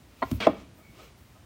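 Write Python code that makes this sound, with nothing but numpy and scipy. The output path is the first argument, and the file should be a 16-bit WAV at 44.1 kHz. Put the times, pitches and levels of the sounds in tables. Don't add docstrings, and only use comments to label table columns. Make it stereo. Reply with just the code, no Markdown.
import sys
import numpy as np
from scipy import signal
from scipy.fft import rfft, irfft, next_fast_len
from scipy.io import wavfile

SR = 44100
rng = np.random.default_rng(int(sys.argv[2]) if len(sys.argv) > 2 else 0)


def int16_out(signal):
    q = np.round(np.clip(np.atleast_2d(signal).T, -1, 1) * 32767)
    wavfile.write(sys.argv[1], SR, q.astype(np.int16))


N = 63945
SIDES = np.array([[.5], [-.5]])


def amp(db):
    return 10 ** (np.asarray(db) / 20)


def unit(x):
    return x / np.sqrt(np.mean(x ** 2) + 1e-20)


def clock():
    return np.arange(N) / SR


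def along(curve, hz):
    freqs, values = np.transpose(curve)
    return np.interp(np.log(hz + 1), np.log(freqs + 1), values)


def filtered(x, response):
    size = next_fast_len(N + SR // 2)
    return irfft(rfft(x, size) * response(np.fft.rfftfreq(size, 1 / SR)), size)[..., :N]


# freq_hz, correlation
STEREO_LIKENESS = [(60, 0.96), (130, .88), (290, .75), (640, 0.65), (1400, 0), (15000, 0.011)]
def noise(spectrum):
    def mid_side_eq(hz):
        angle = np.arccos(np.clip(along(STEREO_LIKENESS, hz), -1, 1)) / 2
        return amp(along(spectrum, hz)) * [np.cos(angle), np.sin(angle)]
    mid, side = filtered(rng.standard_normal((2, N)), mid_side_eq)
    return unit(np.array([mid + side, mid - side]))


def place(x, pan_db, lag_ms=0):
    lag_s = lag_ms / 1000
    return amp(pan_db * SIDES) * filtered(x, lambda hz: np.exp(-2j * np.pi * hz * lag_s * SIDES))


def swell(peak_s, width_s):
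    return np.exp(-.5 * ((clock() - peak_s) / width_s) ** 2)


def ring(contacts, modes, attack_cycles):
    t = np.arange(SR // 4) / SR
    out = np.zeros((2, N))
    for start_s, level_db, contact_ms in contacts:
        contact_s = contact_ms / 1000
        body = 0
        for hz, mode_db, t60_s, pan_db in modes:
            decay = amp(level_db + mode_db - 60 * t / t60_s + pan_db * SIDES)
            attack = 1 - np.exp(-(hz * t / attack_cycles) ** 2)
            softening = 1 + (np.pi * hz * contact_s) ** 2
            body += attack * decay * np.sin(2 * np.pi * hz * t) / softening
        out += [np.interp(clock() - start_s, t, side, left=0, right=0) for side in body]
    return out


def crack(contacts, spectrum, t60_s, rise_s=0.003):
    envelope = 0
    for start_s, level_db, _ in contacts:
        age = clock() - start_s
        envelope += np.clip(age / rise_s, 0, 1) * amp(level_db - 60 * abs(age) / t60_s)
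    return noise(spectrum) * envelope


def radiate(x, low_hz):
    return signal.sosfilt(signal.butter(2, low_hz, 'high', fs=SR, output='sos'), x)


# freq_hz, gain_db
AIR_EQ = [(20, -26), (45, -0.5), (62, 9), (110, 5), (170, -2), (280, -2), (450, -9.5), (1000, -11),
          (2500, -15), (6000, -20.5), (10000, -24.5), (16000, -46)]
HISS_EQ = [(300, -63), (5000, -19.5), (8500, -10), (12000, -6), (15000, 1), (16500, -1.5)]
# time_s, level_db
HISS_FADER = [(0.0, -70), (0.176, -66), (0.302, -56.5), (0.314, -50), (0.322, -51), (0.366, -51),
              (0.394, -66.5), (0.406, -52), (0.444, -65), (0.472, -56), (0.48, -69), (0.496, -62),
              (0.524, -67), (0.726, -75), (0.786, -59.5), (0.84, -66.5), (0.98, -66.5), (1.05, -61),
              (1.142, -76.5), (1.19, -63), (1.34, -68.5), (1.45, -68.5)]
def background(air_db=-54, hiss_trim_db=-2):
    times, levels_db = np.transpose(HISS_FADER)
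    hiss = amp(np.interp(clock(), times, levels_db) + hiss_trim_db) * noise(HISS_EQ)
    air = amp(air_db) * noise(AIR_EQ)
    return place(air, pan_db=1) + place(hiss, pan_db=-12.5)


# freq_hz, gain_db
ROOM_EQ = [(40, -1), (200, 1.5), (400, 0), (650, 0.5), (1200, 2), (2500, -0.5), (16000, -6)]
# freq_hz, t60_s
ROOM_DECAY = [(100, 1), (220, 1), (650, 0.28), (2500, 0.47), (6000, 0.47), (14000, 0.2)]
def garage(x, early_db, tail_db, early_t60_s=0.092, predelay_s=0.0047):
    t = clock()
    hz, frame_s, bands = signal.stft(noise(ROOM_EQ), SR, nperseg=256)
    decay = amp(-60 * frame_s / along(ROOM_DECAY, hz)[:, None])
    tail = signal.istft(bands * decay, SR, nperseg=256)[1][:, :N]
    early = noise(ROOM_EQ) * amp(-60 * t / early_t60_s)
    arrived = t > predelay_s
    impulse = (amp(early_db) * unit(early * arrived) + amp(tail_db) * unit(tail * arrived)) / np.sqrt(N)
    return x + signal.fftconvolve(x, impulse, axes=1)[:, :N]


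# freq_hz, gain_db
CLOTH_EQ = [(200, -2), (470, 5.5), (640, 0), (850, -5.5), (1260, 2), (1700, -7), (2400, 0.5), (4000, -5.5),
            (7000, -11), (11000, -24), (16000, -23)]
# peak_s, width_s, level_db
ARM_MOVES = [(0.305, 0.086, -50.5), (.60, 0.027, -54), (1.019, 0.052, -50.5)]
def sleeves():
    return noise(CLOTH_EQ) * sum(amp(db) * swell(peak_s, width_s) for peak_s, width_s, db in ARM_MOVES)


def punch_slide(pitch_hz=2240, peak_s=0.871, rise_s=0.046, fade_s=0.14, level_db=-60):
    t = clock()
    rasp_half_width_hz, rasp_db = 100, 1
    flutter_hz, flutter_depth = 150, .35
    rasp_band = lambda hz: 1 / (1 + ((hz - pitch_hz) / rasp_half_width_hz) ** 2)
    rasp = unit(filtered(rng.standard_normal((2, N)), rasp_band))
    flutter = unit(filtered(rng.standard_normal(N), lambda hz: 1 / (1 + (hz / flutter_hz) ** 4)))
    tone = unit(np.sin(2 * np.pi * pitch_hz * t))
    singing = unit((1 + flutter_depth * flutter) * (tone + amp(rasp_db) * rasp))
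    stroke = np.where(t < peak_s, swell(peak_s, rise_s), np.exp(-abs(t - peak_s) / fade_s))
    return place(amp(level_db) * stroke * singing, pan_db=1.5, lag_ms=0.066)


# start_s, level_db, contact_ms
TAP_HITS = [(.780, -52, 0.33), (.798, -53.5, 0.21), (.990, -48, .05), (1.353, -51.5, 0.19)]
# pitch_hz, level_db, t60_s, pan_db
CASE_RING = [(282, -4, 0.055, 1), (661.5, -4.5, 0.1, -1.5), (760, -7.5, 0.084, 4), (1253, -3, 0.062, 4)]
def punch_taps():
    return garage(ring(TAP_HITS, CASE_RING, attack_cycles=0.56), early_db=-2, tail_db=-16)


# freq_hz, gain_db
SCRAPE_EQ = [(100, -21), (250, 5.5), (450, 1), (1500, -2), (2400, 1), (3200, -2), (5000, -10),
             (7500, -24.5), (10000, -35), (16000, -52.5)]
# centre_hz, half_width_hz, boost_db
STEEL_PEAKS = [(2290, 26, 11.5), (3270, 90, 6.5), (8160, 49, 19.5), (12000, 80, 19.5), (14980, 78, 7.5)]
def hammer_scrape(start_s=.4027, end_s=0.4578, release_s=0.0071, level_db=-27.5, fade_db=3.5):
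    t = clock()
    slips_per_s, grit_above_hz = 2500, 700
    progress = np.clip((t - start_s) / (end_s - start_s), 0, 1)
    release = np.exp(-np.maximum(t - end_s, 0) / release_s)
    stroke = (t > start_s) * amp(level_db - fade_db * progress ** 2) * release
    slips = (rng.random(N) < slips_per_s / SR) * rng.standard_normal((2, N))
    grit = unit(filtered(slips, lambda hz: amp(along(SCRAPE_EQ, hz)) * (hz > grit_above_hz)))
    friction = noise(SCRAPE_EQ) + 0.31 * grit
    steel = lambda hz: amp(sum(db / (1 + ((hz - peak) / width) ** 2) for peak, width, db in STEEL_PEAKS))
    return garage(stroke * unit(filtered(friction, steel)), early_db=-10.5, tail_db=-13)


# start_s, level_db, contact_ms
BUMP_HITS = [(.248, -24, 3.4), (.3165, -15, 0.174), (.3280, -18.5, 2), (.3455, -25.5, 0.79),
             (.3570, -37, 2.9), (.489, -25, 1.6), (.891, -41, 0.51), (.915, -56.5, 2)]
# pitch_hz, level_db, t60_s, pan_db
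BENCH_RING = [(71, -3.5, 0.15, 1), (102, 3.5, 0.071, 0.5), (174.6, -1.5, 0.067, 3),
              (225.7, -4.5, 0.085, -2), (254.7, -3, 0.065, 2.5)]
# freq_hz, gain_db
TICK_EQ = [(300, 10.5), (1500, 1.5), (3500, 1), (7000, -7.5), (16000, -5.5)]
def bench_bumps(tick_s=.3155, tick_width_s=0.0016, tick_db=-30.5):
    thud = radiate(ring(BUMP_HITS, BENCH_RING, attack_cycles=0.65), low_hz=55)
    tick = amp(tick_db) * swell(tick_s, tick_width_s) * noise(TICK_EQ)
    return garage(thud + place(tick, pan_db=-0.5), early_db=-13, tail_db=-21)


# start_s, level_db, contact_ms
KNOCK_HITS = [(.2203, -28.5, 0.036), (.2245, -19, 0.073), (.2275, -18, 0.21), (.2352, -29, 0.1)]
# pitch_hz, level_db, t60_s, pan_db
KNOCK_RING = [(266.5, -4, 0.05, -0.5), (388, -2.5, .03, -4), (680, -9.5, 0.04, 8.5), (754, -5, .055, 0),
              (930, 5, 0.017, -3), (1036, -1, .033, 7), (1165, -21, 0.06, 0.5), (1394, -12.5, 0.029, -26.5),
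              (1920, -6.5, 0.03, 13), (2180, -14, 0.12, -8.5), (3110, -18.5, 0.056, 8.5),
              (4260, -19, .06, 10)]
# freq_hz, gain_db
KNOCK_EQ = [(40, -35.5), (250, 12), (1000, 3.5), (2400, -17), (4200, -5.5), (5200, -28), (16000, -30.5)]
def hammer_knock():
    body = radiate(ring(KNOCK_HITS, KNOCK_RING, attack_cycles=0.43), low_hz=200)
    attack = amp(-12.5) * crack(KNOCK_HITS, KNOCK_EQ, t60_s=.04)
    return garage(place(body, pan_db=1.1, lag_ms=0.092) + attack, early_db=-20, tail_db=-22.5)


# start_s, level_db, contact_ms
CLUNK_HITS = [(.4620, -24, .15), (.4680, -5, .1), (.4695, 1, .04), (.4760, -34, .2), (.4815, -23, .05),
              (.4925, -18.5, .35), (.529, -26, 0.49)]
# pitch_hz, level_db, t60_s, pan_db
CLUNK_RING = [(195.9, -21.5, 0.24, -4), (275.1, -15, 0.14, 0.5), (308, -6, 0.067, 0.5),
              (515, -19.5, 0.08, 6.5), (646, 2, 0.022, 1.5), (808, -10, 0.028, -16),
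              (1029, -4.5, 0.031, 2.5), (1192, -15, 0.029, -8), (1850, -14.5, 0.0094, 7.5),
              (2270, -18.5, .014, -6)]
# freq_hz, gain_db
CLUNK_EQ = [(40, -39), (120, -22), (250, -5), (600, -6), (1200, 3.5), (2500, -59), (4500, -45),
            (8000, -50.5), (16000, -60)]
SNAP_EQ = [(300, -29), (1200, -4), (2100, 2.5), (3000, -7.5), (4500, -24), (8000, -26.5), (16000, -47.5)]
def hammer_clunk(snap_s=.4708, snap_width_s=0.0011, snap_db=-21):
    body = ring(CLUNK_HITS, CLUNK_RING, attack_cycles=0.7)
    attack = amp(-22.5) * crack(CLUNK_HITS, CLUNK_EQ, t60_s=.045)
    snap = amp(snap_db) * swell(snap_s, snap_width_s) * noise(SNAP_EQ)
    landing = radiate(body + attack, low_hz=215) + snap
    return garage(place(landing, pan_db=-0.5, lag_ms=.26), early_db=-18.5, tail_db=-23)


def scene():
    hammer = hammer_knock() + bench_bumps() + hammer_scrape() + hammer_clunk()
    return hammer + punch_slide() + punch_taps() + sleeves() + background()


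def record(dry, high_cut_hz=16100):
    clipped = np.clip(dry, -1, 1)
    return filtered(clipped, lambda hz: 1 / (1 + (hz / high_cut_hz) ** 160))


dry = scene()
out = record(dry)
int16_out(out)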